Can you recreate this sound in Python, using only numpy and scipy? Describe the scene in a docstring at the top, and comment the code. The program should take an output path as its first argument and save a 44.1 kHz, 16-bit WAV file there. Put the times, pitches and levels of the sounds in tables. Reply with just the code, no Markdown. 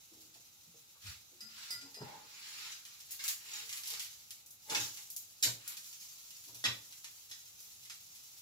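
"""Fat sizzles close by in a small hard-walled kitchen, over the house's low rumble and the thuds of feet.
Drops spit; a steel spatula scrapes under a frying pancake, knocks the pan, turns it and is laid on a plate.
Sizzle and scraping are dense random grains, spits are noisy cracks, hits and thuds ring damped modes.
Near echoes and diffuse tails set them in the kitchen; a two-channel microphone colours everything."""
import sys
import numpy as np
from scipy import signal
from scipy.fft import rfft, irfft, next_fast_len
from scipy.io import wavfile

SR = 44100
rng = np.random.default_rng(int(sys.argv[2]) if len(sys.argv) > 2 else 0)


def generate_wav(signal):
    """Clip the signal to [-1, 1] and save it as 16-bit WAV at the path in sys.argv[1]."""
    frames = np.transpose(np.atleast_2d(signal))
    scaled = np.clip(frames, -1, 1) * 32767
    pcm = np.round(scaled).astype(np.int16)
    wavfile.write(sys.argv[1], SR, pcm)


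N = 371093

# Ringing modes of the frying pan. Each row: frequency in Hz, level in dB, free 60 dB decay time in seconds.
PAN_MODES = [(470, -46.5, 0.81), (630, -38.5, 0.1), (843, -26, 0.084), (998, -52, 0.35),
             (1409, -14.5, 0.55), (1999, -8.5, 0.24), (2550, -41, 0.077), (2990, -31, 0.13),
             (3930, -9, 0.084), (4820, -6, 0.27), (4976, 7, 0.26), (5600, -37, .05), (8600, 2, 0.12),
             (9600, -8, 0.066), (11400, -14, 0.042)]
# Ringing modes of the steel spatula blade. Each row: frequency in Hz, level in dB, free 60 dB decay in seconds.
BLADE_MODES = [(2870, -16, 0.41), (3300, -13.5, 0.69), (3830, 4, 0.3), (4700, -14, 0.037),
               (5760, 12.5, 0.1), (6500, 3.5, 0.1), (6810, 12, 0.076), (7460, 11, 0.05), (8100, -6, 0.26),
               (10700, -18, .1), (9950, -15, 0.027), (11480, -0.5, 0.037)]
# Reflections off wall and worktop. Each row: delay in seconds, level in dB against the direct sound.
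NEAR_ECHOES = [(.0035, -5.5), (.0058, -8)]


def from_db(db):
    """Decibels to gain."""
    return 10 ** (np.asarray(db) / 20)


def rms_one(x):
    """Scale to rms 1."""
    return x / np.sqrt(np.mean(x ** 2) + 1e-20)


def spectrum_hz():
    """Frequencies of the spectrum of the whole scene, kept above zero for the logarithm."""
    return np.maximum(np.arange(N // 2 + 1) * SR / N, 1)


def coloured(x, spectrum):
    """Shape a dense sound by a curve of (Hz, dB) points, straight over log frequency, at rms 1."""
    hz, level_db = np.transpose(spectrum)
    gain = from_db(np.interp(np.log(spectrum_hz()), np.log(hz), level_db))
    return rms_one(irfft(rfft(x) * gain, N))


def band(x, low_hz, high_hz):
    """Band-pass."""
    edges = [low_hz, min(high_hz, SR / 2.2)]
    return signal.sosfilt(signal.butter(2, edges, "band", fs=SR, output="sos"), x)


def ring(clicks, hz, t60):
    """A two-pole resonator: a unit click starts a dying sine of initial height 1."""
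    radius = from_db(-60 / (t60 * SR))
    angle = 2 * np.pi * hz / SR
    feedback = [1, -2 * radius * np.cos(angle), radius ** 2]
    return signal.lfilter([0, np.sin(angle)], feedback, clicks + 1e-18)


def grains(per_s, spread_db):
    """Random clicks of either sign and uneven size, at rms 1."""
    sizes = from_db(spread_db * np.minimum(rng.exponential(1, N), 6)) * rng.choice([-1, 1], N)
    return rms_one(sizes * (rng.random(N) < per_s / SR))


def add(out, s, sound):
    """Mix a short sound in at time s."""
    i = round(s * SR)
    out[i:i + len(sound)] += sound[:N - i]


def crack(level_db, hz, width, puff, t60):
    """A click and a dying puff of noise in a band about hz, scaled to its peak level."""
    t = np.arange(2048) / SR
    burst = puff * rng.standard_normal(len(t)) * from_db(-60 * t / t60) * (1 - np.exp(-t / 0.0026))
    burst[0] = 1
    ratio = max(width, 1.2)
    sound = band(burst, hz / ratio, hz * ratio)
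    return from_db(level_db) * sound / np.abs(sound).max()


def stereo_noise(count):
    """Two channels of noise, independent in the treble and partly shared in the bass."""
    alike_below_hz = 355
    shared, left, right = rng.standard_normal((3, count))
    low = signal.butter(4, alike_below_hz, fs=SR, output="sos")
    channels = []
    for own in (left, right):
        swap_bass = signal.sosfiltfilt(low, 1.17 * shared - own)
        own_bass = 0.91 * signal.sosfiltfilt(low, own)
        channels.append(own + swap_bass + own_bass)
    return np.array(channels)


def house_rumble():
    """The steady background of the house: noise weighted toward the low end."""
    # Spectrum of the background. Each row: frequency in Hz, relative density in dB per Hz.
    rumble_colour = [(15, -24), (25, -9.5), (106, 6.5), (248, -6.5), (604, -5.5), (672, -10), (814, -2.5),
                     (1030, -11.5), (1300, -5), (1750, -14.5), (2730, -4.5), (3100, -13), (4000, -0.5),
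                     (5200, -34), (8800, -120)]
    rumble_db = -70.5
    return from_db(rumble_db) * coloured(stereo_noise(N), rumble_colour)


def sizzle_level_db(s):
    """How hard the fat fries at time s."""
    # Level of the frying. Each row: time in seconds, sizzle level in dB.
    frying = [(0.0, -59), (2.5, -59.5), (3.0, -56), (3.5, -54.5), (3.9, -48.5), (4.12, -53.5), (4.55, -63),
              (4.8, -42.5), (5.1, -56), (5.6, -59), (5.88, -50), (6.0, -51.5), (7.0, -54.5), (8.41, -54)]
    return np.interp(s, *np.transpose(frying))


def sizzle():
    """Tiny steam bubbles burst in the fat, in clumps: dense grains with a flickering level."""
    # Spectrum of the bubbles. Each row: frequency in Hz, relative density in dB per Hz.
    bubble_colour = [(290, -55), (500, -16.5), (553, -51), (831, -16), (1690, -16), (2390, -11),
                     (3110, -7.5), (6800, -1), (8210, -3.5), (11600, -4.5), (16000, -3)]
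    clumps_db = 1.5 * rms_one(band(rng.standard_normal(N), 5, 30))
    bubbles = coloured(grains(per_s=5000, spread_db=4.0), bubble_colour)
    return from_db(sizzle_level_db(np.arange(N) / SR) + clumps_db) * bubbles


def thuds():
    """A soft push rings a low mode, with a dull rattle about it; a jolt pushes every panel of the stove."""
    # Feet and the pan on its grate. Each row: start in seconds, level in dB, body frequency in Hz,
    # 60 dB decay time in seconds.
    pushes = [(.11, -60.5, 317, 0.85), (.35, -62, 688, 0.16), (0.668, -55, 168, 0.16),
              (.74, -59, 470, 0.14), (.95, -65, 1135, 0.13), (1.037, -46.5, 100, 0.27),
              (1.074, -38.5, 74.5, 0.18), (1.313, -62.5, 358, 0.24), (1.413, -62.5, 216.6, 0.77),
              (1.819, -52, 278, 0.24), (1.963, -50.5, 422, 0.2), (2.005, -31.5, 139, 0.11),
              (2.01, -41, 417, 0.1), (2.012, -45, 955, 0.073), (3.63, -65, 452, 0.27)]
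    # Jolts to the stove. Each row: time in seconds, level in dB.
    jolts = [(1.72, -59.5), (4.76, -45.5), (5.44, -43), (6.465, -59.5), (6.525, -61), (6.64, -42.5)]
    # Panels of the stove. Each row: frequency in Hz, level in dB against the jolt,
    # 60 dB decay time in seconds, lag after the jolt in seconds.
    stove_panels = [(117.6, 3, 0.26, .025), (298, -2.5, 0.29, .001), (413.6, -15.5, 0.42, 0.0015),
                    (555, -11.5, 0.42, .01), (950, -9.5, 0.25, 0.011)]
    panels = [(s + lag, db + mode_db, hz, t60) for s, db in jolts for hz, mode_db, t60, lag in stove_panels]
    out, t = np.zeros(N), np.arange(SR // 2) / SR
    soft_onset = 1 - np.exp(-t / 0.0097)
    for s, level_db, hz, t60 in pushes + panels:
        rattle = rms_one(band(rng.standard_normal(len(t)), hz / 1.84, hz * 1.37))
        body = np.sin(2 * np.pi * hz * t) + np.sqrt(hz / 900) * rattle   # higher bodies rattle more
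        add(out, s, from_db(level_db - 60 * t / t60) * soft_onset * body)
    return out


def spitting():
    """Each drop of water bursts with a sharp crack and a short spray; small ones come at random times."""
    # The bigger drops. Each row: time in seconds, peak level in dB, centre frequency in Hz.
    drops = [(0.3426, -41, 4860), (2.852, -34, 4680), (3.0041, -34.5, 5860), (3.1083, -26.5, 11800),
             (3.1195, -26, 13000), (3.24, -18, 7900), (3.28, -14, 7640), (3.693, -28, 4850),
             (3.728, -25, 5500), (3.7736, -27, 6110), (3.835, -28.5, 4850), (3.858, -28.5, 6750),
             (3.8738, -22, 7410), (3.903, -23.5, 6000), (3.9379, -27, 3680), (3.996, -23, 5040),
             (4.0206, -30, 7460), (4.048, -32, 6080), (4.3067, -28.5, 6050), (4.4617, -36, 11200),
             (4.5072, -35.5, 13300), (4.973, -31.5, 4930), (5.102, -27, 12900), (5.1638, -21, 11700),
             (5.6776, -22, 12200), (5.7696, -29, 6200), (5.844, -37, 5800), (5.9286, -36, 5600),
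             (6.012, -38, 6260), (6.3062, -35.5, 6040), (6.4399, -38, 6240), (6.547, -33, 6810),
             (6.925, -36, 4750), (7.044, -29, 3870), (7.6033, -33.5, 11600), (7.851, -36.5, 5420),
             (7.8986, -30.5, 3870), (8.1496, -39, 6800)]
    small_per_s, small_most_db = 6, 13   # small drops: rate, and greatest rise over the sizzle level
    base_width, wider_when_low = 2.28, 0.32   # band edge ratio at 6000 Hz; its growth toward low pitch
    spray_db = -16.5   # noise against the click, before both are filtered
    when, size, pitch = rng.random((round(small_per_s * N / SR), 3)).T
    small_s = when * N / SR
    small_db = sizzle_level_db(small_s) + small_most_db * size
    small_drops = list(zip(small_s, small_db, 4000 * 2 ** pitch))
    out = np.zeros(N)
    for s, level_db, hz in drops + small_drops:
        width = base_width * (6000 / hz) ** wider_when_low
        add(out, s, crack(level_db, hz, width, puff=from_db(spray_db), t60=0.022))
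    return out


def scraping():
    """The edge catches on the pan bottom: grit in three registers, pan modes humming, blade modes singing."""
    # Spatula strokes. Each row: hardest moment in seconds, grit level in dB, swell time in seconds,
    # dying time in seconds, then pan hum, low grit and bright edge in dB against the grit.
    strokes = [(1.064, -44.5, 0.062, 0.093, -25, -16, -2), (1.65, -47.5, .25, 0.16, -39, -11, -3),
               (1.84, -61.5, 0.054, 0.084, -0.5, -7, -15), (2.031, -56.5, 0.072, 0.27, 5.5, 1, -4.5),
               (2.62, -44.5, 0.48, 0.2, -24, -12.5, -3), (2.87, -56.5, 0.045, 0.21, -37, -10, -5),
               (3.119, -51, 0.054, 0.054, -27, -29, -5), (3.21, -47, 0.038, 0.059, -24, -20, -2),
               (3.248, -37.5, 0.03, 0.057, -37, -20, 3.5), (3.288, -44, 0.03, 0.041, -35, -9, 5),
               (3.56, -43, 0.19, .12, -19.5, -17.5, -1.5), (3.76, -45.5, 0.13, 0.042, -26, -13, 2.5),
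               (3.93, -46.5, 0.12, 0.064, -14.5, -14, -6), (4.01, -53.5, .03, 0.19, -31, -28, -8),
               (4.721, -39, 0.049, 0.073, -1, -4, 1), (4.81, -42, 0.047, 0.086, -15, -11, -25),
               (4.98, -67, 0.048, 0.042, -3, -7, 13), (5.69, -48.5, 0.14, 0.11, -21, -12.5, -0.5)]
    # Spectrum of the grit. Each row: frequency in Hz, relative density in dB per Hz.
    grit_colour = [(350, -60), (600, 5.5), (823, -1), (1260, 4.5), (1980, 3), (3210, -3.5), (4340, 1),
                   (7210, -1.5), (8160, -11), (13800, -27), (16000, -19)]
    fade_db, roundness = 19.5, 1.79   # fade over one swell or dying time; 1 is pointed, 2 rounded
    judder_db, squeal_db = 2, -14.5   # rms of the stick-slip flutter; singing blade against the grit
    t = np.arange(0, N + 64, 64) / SR
    s, grit_db, swell_s, dying_s, *colour_db = np.transpose(strokes)[:, :, None]
    away = np.where(t < s, (s - t) / swell_s, (t - s) / dying_s)
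    pressure_db = grit_db - fade_db * away ** roundness

    flutter_db = judder_db * rms_one(band(rng.standard_normal(N), 10.7, 68))
    catches = from_db(flutter_db) * grains(per_s=7000, spread_db=2.5)
    grit = coloured(catches, grit_colour)
    # the modes die sooner here than when ringing free
    hum = sum(from_db(db) * ring(catches, hz, 0.44 * t60) for hz, db, t60 in PAN_MODES[:4])
    squeal = sum(from_db(db) * ring(catches, hz, 0.63 * t60) for hz, db, t60 in BLADE_MODES)
    main_grit = rms_one(band(grit, 2515, 7800)) + from_db(squeal_db) * rms_one(squeal)
    low_grit = band(grit, 1070, 3900)
    bright_edge = band(grit, 9650, 17500)

    out = np.zeros(N)
    for layer, against_db in zip([main_grit, hum, low_grit, bright_edge], [0] + colour_db):
        gain = np.sqrt(from_db(2 * (pressure_db + against_db)).sum(axis=0))   # strokes add in power
        out += np.interp(np.arange(N) / SR, t, gain) * rms_one(layer)
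    return out


def hits():
    """Each hit gives a noisy crack and strikes every mode of the pan, blade or plate."""
    # Knocks, the pancake's slap and blade squeaks. Each row: time in seconds, crack peak in dB,
    # crack frequency in Hz, what rings, ring strength in dB.
    hit_rows = [(1.406, -42.5, 6300, "pan", -55.5), (1.705, -30.5, 8040, "pan", -47.5),
                (1.727, -58, 6150, "pan", -50), (1.811, -43, 4000, "pan", -63.5),
                (1.943, -43.5, 4930, "pan", -59.5), (2.719, -41, 4000, "pan", -65),
                (3.193, -40.5, 3050, "pan", -62), (3.515, -53, 5000, "blade", -68),
                (3.533, -60, 5000, "blade", -61), (3.555, -60, 4400, "blade", -65.5),
                (4.698, -31, 4000, "pan", -59), (4.748, -23, 3270, "blade", -69),
                (4.799, -33.5, 6000, "blade", -56.5), (5.426, -18, 6780, "blade", -50.5),
                (5.436, -24.5, 3600, "blade", -76), (6.640, -31, 4400, "plate", -37.5),
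                (6.653, -24, 2250, "plate", -38.5), (7.312, -41, 4130, "plate", -57.5)]
    # Ringing modes of the plate. Each row: frequency in Hz, level in dB, 60 dB decay time in seconds.
    plate_modes = [(880, -28, 0.77), (1420, -24, 0.32), (1800, -13, 0.28), (1906, 0, 0.096),
                   (1980, -8, 0.14), (2610, -24, 0.092), (3100, -25, .08), (3240, -22, 0.067),
                   (3465, -4.5, 0.087), (3484, -2, 0.11), (3980, -5, 0.3), (4480, -9, 0.11),
                   (5130, -4, 0.084), (6200, -12, 0.067), (6450, -11, 0.036), (10200, -23, .06),
                   (11200, -27, 0.034)]
    cracks, rings = np.zeros(N), np.zeros(N)
    for s, level_db, hz, *_ in hit_rows:
        add(cracks, s, crack(level_db, hz, width=2.15, puff=0.86, t60=0.016))
    for name, modes in (("pan", PAN_MODES), ("blade", BLADE_MODES), ("plate", plate_modes)):
        s, strength_db = np.transpose([(row[0], row[-1]) for row in hit_rows if name in row])
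        uneven_db = rng.normal(0, 1.0, (len(s), len(modes)))   # no two hits excite the modes alike
        for m, (hz, level_db, t60) in enumerate(modes):
            clicks = np.zeros(N)
            clicks[np.round(s * SR).astype(int)] = from_db(strength_db + level_db + uneven_db[:, m])
            rings += ring(clicks, hz, t60)
    return cracks, rings


def tail():
    """The diffuse answer of the kitchen to a click at one spot: builds up and dies, slower in the bass."""
    t60_s, bass_t60_s, build_s = 0.29, 0.32, 0.0035
    t = np.arange(SR // 2) / SR
    noise = stereo_noise(len(t))
    bass = signal.lfilter(*signal.butter(2, 500, fs=SR), noise)
    dying = (noise - bass) * from_db(-60 * t / t60_s) + bass * from_db(-60 * t / bass_t60_s)
    dying *= 1 - np.exp(-(t / build_s) ** 2)
    return dying / np.sqrt(np.mean(np.sum(dying ** 2, axis=1)))


def kitchen(layers, echoes, count):
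    """Layers of (sound, tail dB) get direct sound, near echoes, and tails wandering among count spots."""
    left_lead_s = 0.0002   # sound reaches the left channel first
    size, lead = next_fast_len(N + SR // 2), round(left_lead_s * SR)
    near = np.zeros((2, SR // 20))
    for delay, level_db in [(0.00038, 0)] + echoes:
        near[[0, 1], round(delay * SR) + np.array([0, lead])] += from_db(level_db)
    out = rfft(sum(x for x, _ in layers), size) * rfft(near, size)
    far = sum(from_db(tail_db) * x for x, tail_db in layers)
    # a random spot every 1024 samples, crossfaded to the next
    spot = rng.integers(0, count, N // 1024 + 2)
    for k in range(count):
        share = np.interp(np.arange(N) / 1024, np.arange(len(spot)), spot == k)
        out += rfft(far * share, size) * rfft(tail(), size)
    return irfft(out, size)[:, :N]


def steady(x, tail_db):
    """A lasting sound whose level counts its echoes and tail in."""
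    echo_power = sum(from_db(2 * level_db) for _, level_db in NEAR_ECHOES)
    power = 1 + echo_power + from_db(2 * tail_db)
    return x / np.sqrt(power), tail_db


def scene():
    """Everything sounds into the kitchen, over the house's steady rumble."""
    cracks, rings = hits()
    layers = [steady(sizzle(), tail_db=8.5), steady(scraping(), tail_db=13.0),
              (spitting(), 7), (cracks, 9), (rings, 3)]
    stove = kitchen(layers, NEAR_ECHOES, count=6)
    low = kitchen([(thuds(), -8)], [], count=1)   # thuds come direct, with a faint tail and no near echoes
    # hardly any sound below 70 Hz, apart from the rumble
    high_pass = signal.butter(3, 70, "high", fs=SR, output="sos")
    return signal.sosfilt(high_pass, stove + low) + house_rumble()


def record(dry):
    """The microphone colours the sound, a little differently in each channel, and cuts the top."""
    # Microphone response. 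Each row: frequency in Hz, colour in dB, left against right in dB.
    response = [(100, -4, 0.1), (1000, 1, 0), (4000, 3, -1.5), (7500, 3.5, -3), (7180, -2.5, 15),
                (9530, -3.5, -2.5), (11550, 3, 2), (16000, -2, 1.5)]
    cutoff_hz = 16200
    hz, colour_db, side_db = np.transpose(response)
    grid = np.log(spectrum_hz())
    gain_db = [np.interp(grid, np.log(hz), colour_db + way * side_db / 2) for way in (1, -1)]
    heard = irfft(rfft(dry) * from_db(gain_db), N)
    return signal.sosfilt(signal.cheby2(16, 60, cutoff_hz, fs=SR, output="sos"), heard)


dry = scene()
out = record(dry)
generate_wav(out)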